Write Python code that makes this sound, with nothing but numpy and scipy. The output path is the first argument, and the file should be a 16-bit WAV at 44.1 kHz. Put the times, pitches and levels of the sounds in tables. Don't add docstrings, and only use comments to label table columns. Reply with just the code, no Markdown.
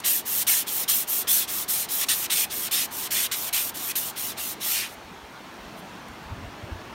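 import sys
import numpy as np
from scipy import signal
from scipy.fft import rfft, irfft
from scipy.io import wavfile
from scipy.ndimage import uniform_filter1d

SR = 44100
rng = np.random.default_rng(int(sys.argv[2]) if len(sys.argv) > 2 else 0)


def linear_from_db(decibels):
    return 10 ** (np.asarray(decibels, float) / 20)


def dump(signal):
    limited = np.clip(np.atleast_2d(signal).T, -1, 1)
    pcm = np.round(limited * 32767).astype(np.int16)
    wavfile.write(sys.argv[1], SR, pcm)


N = 306046


def evened(x):
    return x / np.sqrt(np.mean(x ** 2) + 1e-20)


def read(points, hz):
    f, value = np.transpose(points)
    return np.interp(np.log(hz + 1), np.log(f + 1), value)


def coloured(x, points):
    gain = linear_from_db(read(points, np.fft.rfftfreq(len(x), 1 / SR)))
    return evened(irfft(rfft(x) * gain, len(x)))


def patchy(x, db, bins, frames):
    z = signal.stft(x, nperseg=512, noverlap=384)[2]
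    field = rng.standard_normal(z.shape)
    for _ in range(2):
        field = uniform_filter1d(field, bins, 0)
        field = uniform_filter1d(field, frames, 1)
    z = z * linear_from_db(db * evened(field))
    return evened(signal.istft(z, nperseg=512, noverlap=384)[1][:len(x)])


def resonate(x, hz, width):
    turn = np.exp(2j * np.pi * np.cumsum(hz * np.ones(len(x))) / SR)
    r = np.exp(-np.pi * width / SR)
    return 2 * (turn * signal.lfilter([1 - r], [1, -r], x / turn + 1e-18)).real


def bursts(x, rows, glide=0.):
    out = np.zeros(N)
    for s, length, db, hz, width in rows:
        span = slice(round(s * SR), round((s + length) * SR))
        path_hz = hz * (1 + glide * np.linspace(0, 1, len(x[span])))
        once = resonate(x[span], path_hz, width)
        spell = evened(resonate(once, path_hz, width))
        out[span] += linear_from_db(db) * spell * signal.windows.tukey(len(spell), .6)
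    return out


def grit(per_s, spread_db):
    size = linear_from_db(spread_db * np.minimum(rng.exponential(1, N), 5)) * rng.choice([-1., 1.], N)
    return evened(size * (rng.random(N) < per_s / SR))


def hands():
    # start in seconds, end in seconds, sliding speed in dB, lean in dB from start to end,
    # jerk in dB at the start (+ breaks loose, - eases in).
    strokes = [(0.037, 0.227, -20.5, -10.5, -14.7), (0.248, 0.44, -24.6, 2, -8.5),
               (0.4647, 0.6415, -22.5, -5.5, 3.5), (0.66, 0.8506, -26.5, 1, -11),
               (0.8765, 1.053, -23.5, -6, 1.5), (1.067, 1.24, -23.0, -5, -13),
               (1.27, 1.463, -20, -10.5, -11), (1.4705, 1.6535, -28, -2, -12),
               (1.6774, 1.867, -25.3, -7, 0.5), (1.882, 2.0506, -26.5, 4, -5), (2.0797, 2.271, -30, 3, 11),
               (2.296, 2.459, -25.5, 1, 1.5), (2.4953, 2.6913, -29.5, -2.5, -13),
               (2.7075, 2.869, -28.8, -0.5, 4.5), (2.902, 3.082, -31.5, 0, -12.5),
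               (3.102, 3.2754, -29.5, 3.5, 7), (3.309, 3.501, -33, 3.7, 9.1),
               (3.5224, 3.7129, -30.5, -1, 10.5), (3.736, 3.923, -34, 10, 2), (3.95, 4.123, -31.5, -3.8, 7),
               (4.152, 4.343, -29, -9.5, -20.2), (4.3654, 4.5512, -32, -4, -12)]
    # centre in seconds, half length in seconds, tension in dB,
    # strip resonance in Hz.
    tugs = [(0.0, 0.092, -29.5, 3100), (0.42, 0.018, -35.5, 3350), (0.48, .02, -30, 2870),
            (.52, 0.079, -32.5, 3040), (.683, 0.011, -37, 3390), (0.834, 0.014, -45, 3450),
            (.894, 0.036, -29.5, 3440), (1.278, 0.032, -29.5, 3420), (1.393, 0.071, -35, 3700),
            (1.494, 0.012, -39, 3230), (1.682, 0.032, -36, 3820), (1.842, 0.082, -39, 3820),
            (2.052, 0.034, -27, 3050), (2.096, 0.035, -24.5, 3450), (2.27, 0.028, -33.5, 2880),
            (2.316, 0.022, -28, 3200), (2.382, 0.081, -31, 3260), (2.517, .015, -37, 3540),
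            (2.67, 0.028, -42, 2810), (2.761, 0.069, -30, 3230), (3.074, 0.023, -52, 3300),
            (3.186, .088, -30.5, 2980), (3.317, 0.024, -28, 2830), (3.48, 0.023, -47, 2980),
            (3.56, 0.051, -30.5, 3000), (3.923, 0.02, -32, 2650), (3.957, 0.021, -30.5, 3470),
            (4.175, 0.013, -41, 3500), (4.311, 0.024, -41.5, 3600), (4.382, 0.03, -37.5, 3000)]
    # time in seconds, sliding speed in dB, tension in dB,
    # strip resonance in Hz.
    last_stroke = [
        (4.593, -71, -65, 3400),
        (4.61, -41, -39.5, 3380),
        (4.654, -29.5, -36.5, 3350),
        (4.746, -27, -30.5, 2920),
        (4.792, -33, -31, 2840),
        (4.855, -45, -35.5, 2540),
        (4.885, -53, -48.5, 2500),
        (4.944, -51, -56, 2500),
        (4.97, -85, -75, 2500),
    ]
    set_off_s, stop_s, jerk_s, edge_power = 0.0074, 0.0085, 0.036, 2.92
    set_off_per_jerk = 0.021
    stick_s_per_jerk = 0.00039
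    stop_per_lean = 0.09
    slack_db, slack_share, slack_hz = -30.5, 0.34, 3300
    tug_shape, tug_edge = 2.3, 0.18
    creep_db = -34.5

    t = np.arange(N) / SR
    s, last_speed, last_pull, last_hz = np.transpose(last_stroke)
    speed_db = np.interp(t, s, last_speed, -120, -120)
    edge_db = np.full(N, -400.)
    for start, end, db, lean_db, jerk_db in strokes:
        span = slice(round(start * SR), round(end * SR))
        since = t[span] - t[span][0]
        rise_s = set_off_s * np.exp(-set_off_per_jerk * max(jerk_db, 0))
        fall_s = stop_s * np.exp(-stop_per_lean * lean_db)
        edges = (1 - np.exp(-since / rise_s)) * (1 - np.exp((since - since[-1]) / fall_s))
        edges = edges * np.clip((since - stick_s_per_jerk * jerk_db) / .002, 0, 1)
        edge_db[span] = edge_power * 20 * np.log10(edges + 1e-3)
        lean = lean_db * (since / since[-1] - .5)
        speed_db[span] = db + lean + jerk_db * np.exp(-since / jerk_s) + edge_db[span]
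    creep = uniform_filter1d(linear_from_db(speed_db) ** 2, size=2600) * linear_from_db(creep_db) ** 2

    pull = linear_from_db(slack_share * speed_db + slack_db) ** 2 * (edge_db > -400)
    hz = pull * slack_hz
    for centre, half, db, tug_hz in tugs:
        tug = linear_from_db(db + tug_edge * edge_db) ** 2 * np.exp(-abs((t - centre) / half) ** tug_shape)
        pull = pull + tug
        hz = hz + tug * tug_hz
    last = linear_from_db(np.interp(t, s, last_pull, -120, -120)) ** 2
    hz = hz + last * np.interp(t, s, last_hz)
    pull = pull + last
    return 10 * np.log10(linear_from_db(speed_db) ** 2 + abs(creep)), 10 * np.log10(pull), hz / pull


def emery():
    # frequency in Hz, level in dB per Hz.
    fizz_spectrum = [(5880, -45), (10000, -0.5), (10400, 0), (13000, 8.5), (15100, 8.5), (15600, 4.5)]
    rasp_spectrum = [(2820, -44), (4800, -11.5), (5310, -3), (7720, 0.5), (8830, 1.5), (10500, -2.5),
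                     (13600, -14), (22000, -120)]
    strip_spectrum = [(650, -45), (1100, -7.5), (1610, -5.5), (1980, -3), (2140, -4), (3380, -4),
                      (4380, -3), (5000, -2), (6500, -15), (11000, -120)]
    # start in seconds, length in seconds, level in dB,
    # pitch in Hz.
    hum_rows = [(.1, 0.077, -50, 1890), (0.472, 0.09, -52, 2200), (0.877, 0.042, -43, 1220),
                (1.31, 0.15, -52, 1650), (1.99, .06, -52, 2000), (2.086, .06, -45, 1930),
                (2.31, 0.13, -51, 2230), (2.724, 0.092, -63, 2000), (3.12, 0.19, -52, 2040),
                (3.54, 0.077, -38, 2530), (4.723, 0.16, -47, 2450)]
    # start in seconds,
    # length in seconds, level in dB, pitch in Hz.
    ring_rows = [(0.035, 0.057, -40, 3800), (.06, .1, -41, 8700), (0.473, .08, -33, 8700),
                 (0.883, 0.075, -41, 3270), (.885, .06, -33, 8800), (1.268, 0.067, -38, 3350),
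                 (1.29, .12, -48, 12600), (2.003, .05, -48, 3400), (2.088, 0.039, -39, 3600),
                 (2.09, 0.057, -29.5, 8850), (2.3, 0.14, -37, 8500), (2.718, 0.083, -35, 5120),
                 (2.72, 0.092, -39, 8950), (3.115, 0.17, -40, 8750), (3.12, 0.16, -36, 11900),
                 (3.152, 0.11, -43, 3350), (3.53, .03, -38, 11800), (3.56, .09, -42, 8850),
                 (3.57, .09, -37, 12300), (3.952, .04, -29, 11600), (3.952, 0.033, -39, 9400),
                 (4.65, .1, -35, 12400), (4.75, 0.083, -39.5, 4260), (1.28, .1, -38, 5900),
                 (2.078, 0.046, -38, 5500), (.07, 0.11, -35, 12300), (3.877, .045, -44, 2460),
                 (3.83, .08, -40, 13000), (4.606, 0.087, -46, 3280)]
    rasp_share, rasp_offset_db = 0.51, 0.26

    speed_db, pull_db, tension_hz = hands()
    fine = grit(per_s=24000, spread_db=2.4)
    coarse = grit(per_s=140, spread_db=-3.0)
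    flutter = evened(uniform_filter1d(rng.standard_normal(N), size=300))
    clicks = (fine + .09 * coarse) * linear_from_db(0.79 * flutter)

    fizz = patchy(coloured(clicks, fizz_spectrum), db=1.5, bins=5, frames=10)
    rasp = patchy(coloured(clicks, rasp_spectrum), db=1.0, bins=3, frames=12)
    broad = evened(resonate(clicks, tension_hz, 1370.0)) * 1.38
    narrow = evened(resonate(clicks, tension_hz, 120.)) * 0.028
    drum = patchy(coloured(clicks + broad + narrow, strip_spectrum), db=2.4, bins=2, frames=10)
    rasp_db = rasp_share * speed_db + (1 - rasp_share) * pull_db + rasp_offset_db

    hums = bursts(clicks, [(*row, 350.) for row in hum_rows])
    rings = bursts(clicks, [(*row, 0.12 * row[3]) for row in ring_rows], glide=0.03)
    return fizz * linear_from_db(speed_db) + rasp * linear_from_db(rasp_db) + drum * linear_from_db(pull_db) + hums + rings


def frame_echo(x):
    t = np.arange(6000) / SR
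    hits = rng.choice([-1., 1.], 6000) * (rng.random(6000) < .06)
    taps = hits * linear_from_db(-60 * t / 0.088) * (t > .002)
    return signal.oaconvolve(x, taps / np.linalg.norm(taps))[:N]


def water():
    # frequency in Hz, level in dB per Hz.
    wash_spectrum = [(18, -37), (30, -42), (114, -9.5), (192, 0), (370, 0), (520, -4), (658, -1), (900, 0),
                     (3330, -13.5), (5480, -20), (7700, -26.5), (9240, -29), (10500, -31.5), (14400, -33),
                     (15600, -34)]
    # time in seconds, water level in dB, brightness in dB per octave above 1 kHz.
    water_path = [(0, -43, 2), (2, -42.5, 2), (4.5, -42.5, 1.5), (4.95, -43.5, 1.3), (5.2, -44.5, 1.45),
                  (5.7, -43, 1.5), (6.3, -42.5, 0.86), (6.94, -41.5, 0.7)]
    s, db, bright = np.transpose(water_path)
    wash = patchy(coloured(rng.standard_normal(N), wash_spectrum), db=1.47, bins=2, frames=16)
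    hz, t, z = signal.stft(wash, SR, nperseg=1024)
    octaves = np.log2(np.maximum(hz, 1000) / 1000)
    tilt_db = np.outer(octaves, np.interp(t, s, bright))
    return signal.istft(z * linear_from_db(tilt_db + np.interp(t, s, db)), SR, nperseg=1024)[1][:N]


def wind():
    # time in seconds, rumble level in dB.
    rumble_path = [(0, -60.5), (.7, -59.5), (1.5, -58), (2.5, -58.5), (4.9, -58), (5.1, -57), (5.4, -61),
                   (5.8, -61), (6.1, -55), (6.2, -53), (6.38, -43.5), (6.5, -47), (6.57, -54), (6.8, -51),
                   (6.94, -52)]
    # time in seconds, moan level in dB, pitch in Hz.
    moan_path = [(5.55, -77, 200), (5.7, -44, 200), (5.9, -52.5, 185), (6.0, -54, 191), (6.17, -49, 198),
                 (6.4, -48, 248), (6.55, -53.5, 242), (6.94, -53, 240)]
    # time in seconds, peak in dB, pitch in Hz, length in cycles.
    puffs = [(5.055, -44, 60, 1.3), (5.12, -38, 180, 3.2), (5.245, -42.5, 65, 2.2), (5.62, -45, 55, 2.2),
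             (5.665, -44, 55, 2), (6.105, -40, 65, 2), (6.265, -40, 75, 2), (6.313, -33, 65, 1.5),
             (6.328, -28, 96, 3.1), (6.444, -33, 95.5, 2.6), (6.475, -35, 60, 2.2),
             (6.641, -30.5, 100, 2.2), (6.727, -25.5, 72, 1.9), (6.759, -34, 85, 1.9)]
    t = np.arange(N) / SR
    rumble_spectrum = [(15, -40), (35, -6.5), (60, 0), (105, 1.5), (140, 0.0), (260, -35), (900, -90)]
    rumble = coloured(rng.standard_normal(N), rumble_spectrum)
    out = rumble * linear_from_db(np.interp(t, *np.transpose(rumble_path)))
    s, db, hz = np.transpose(moan_path)
    moan = resonate(rng.standard_normal(N), np.interp(t, s, hz), 49.0)
    out += evened(moan) * linear_from_db(np.interp(t, s, db))
    for s, db, hz, cycles in puffs:
        turns = (t - s) * hz
        out += linear_from_db(db) * np.exp(-(2.7 * turns / cycles) ** 2) * np.sin(-2 * np.pi * turns)
    return out


def gloves():
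    # start in seconds, length in seconds, level in dB, centre in Hz, width in Hz.
    rustles = [
        (0, .01, -38, 8950, 9000),
        (2.055, 0.052, -43, 9000, 9000),
        (4.125, .016, -56, 9000, 9000),
        (5.54, .006, -56, 6000, 6000),
        (5.68, .006, -62, 12000, 6000),
        (5.762, 0.051, -52.5, 11000, 8000),
        (5.89, .01, -63, 9000, 6000),
        (6.083, .008, -51, 10000, 9000),
        (6.22, .03, -63, 11000, 8000),
        (6.357, .006, -74, 6000, 6000),
    ]
    return bursts(grit(per_s=4100, spread_db=-12.0), rustles)


def scene():
    cloth = emery()
    mix = cloth + linear_from_db(-14.5) * frame_echo(cloth) + water() + wind() + gloves()
    return np.tile(mix, (2, 1))


def band_limit(x):
    return signal.sosfilt(signal.butter(12, 16980, fs=SR, output="sos"), x)


def record(dry):
    # frequency in Hz, width in Hz, gain in dB.
    notches = [(4920, 270, -4), (7700, 410, -4), (10400, 400, -7)]
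    # time in seconds, low edge in Hz, high edge in Hz.
    swaps = [(0.775, 10980, 12450), (0.94, 4260, 5080), (0.94, 5680, 10340), (0.94, 12360, 13820),
             (1.753, 13090, 15850), (2.174, 10290, 11710), (2.821, 4180, 5170), (2.821, 8910, 10340),
             (2.821, 11020, 12450), (2.821, 13090, 15160), (3.425, 4610, 5680), (4.47, 4220, 5640),
             (4.47, 6850, 8270), (5.817, 6240, 8270), (5.817, 9600, 11020), (5.817, 13780, 15160),
             (6.049, 6890, 9650), (6.049, 12400, 14470), (6.51, 10340, 12450), (6.51, 13050, 14510)]
    hz, t, z = signal.stft(dry, SR, nperseg=512, noverlap=448)
    other = signal.stft(rng.standard_normal(N), SR, nperseg=512, noverlap=448)[2]
    housing_db = sum(db / (1 + (2 * (hz - f) / width) ** 2) for f, width, db in notches)
    z = z * linear_from_db(housing_db)[:, None]
    for s, low, high in swaps:
        band = (hz > low) & (hz < high)
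        now = np.clip(3 - abs(t - s) / .005, 0, 1)
        power = np.mean(abs(z[0][band]) ** 2 * now)
        level = np.sqrt(power / np.mean(abs(other[band]) ** 2 * now))
        side = level * other[band] * now * 0.78
        z[:, band] = z[:, band] * np.sqrt(1 - now ** 2 / 2) + [side, -side]
    heard = signal.istft(z, SR, nperseg=512, noverlap=448)[1][:, :N]
    edge = signal.firwin(1023, 15830, window=("kaiser", 6), fs=SR)
    return band_limit(signal.oaconvolve(heard, edge[None], "same"))


dry = scene()
out = record(dry)
dump(out)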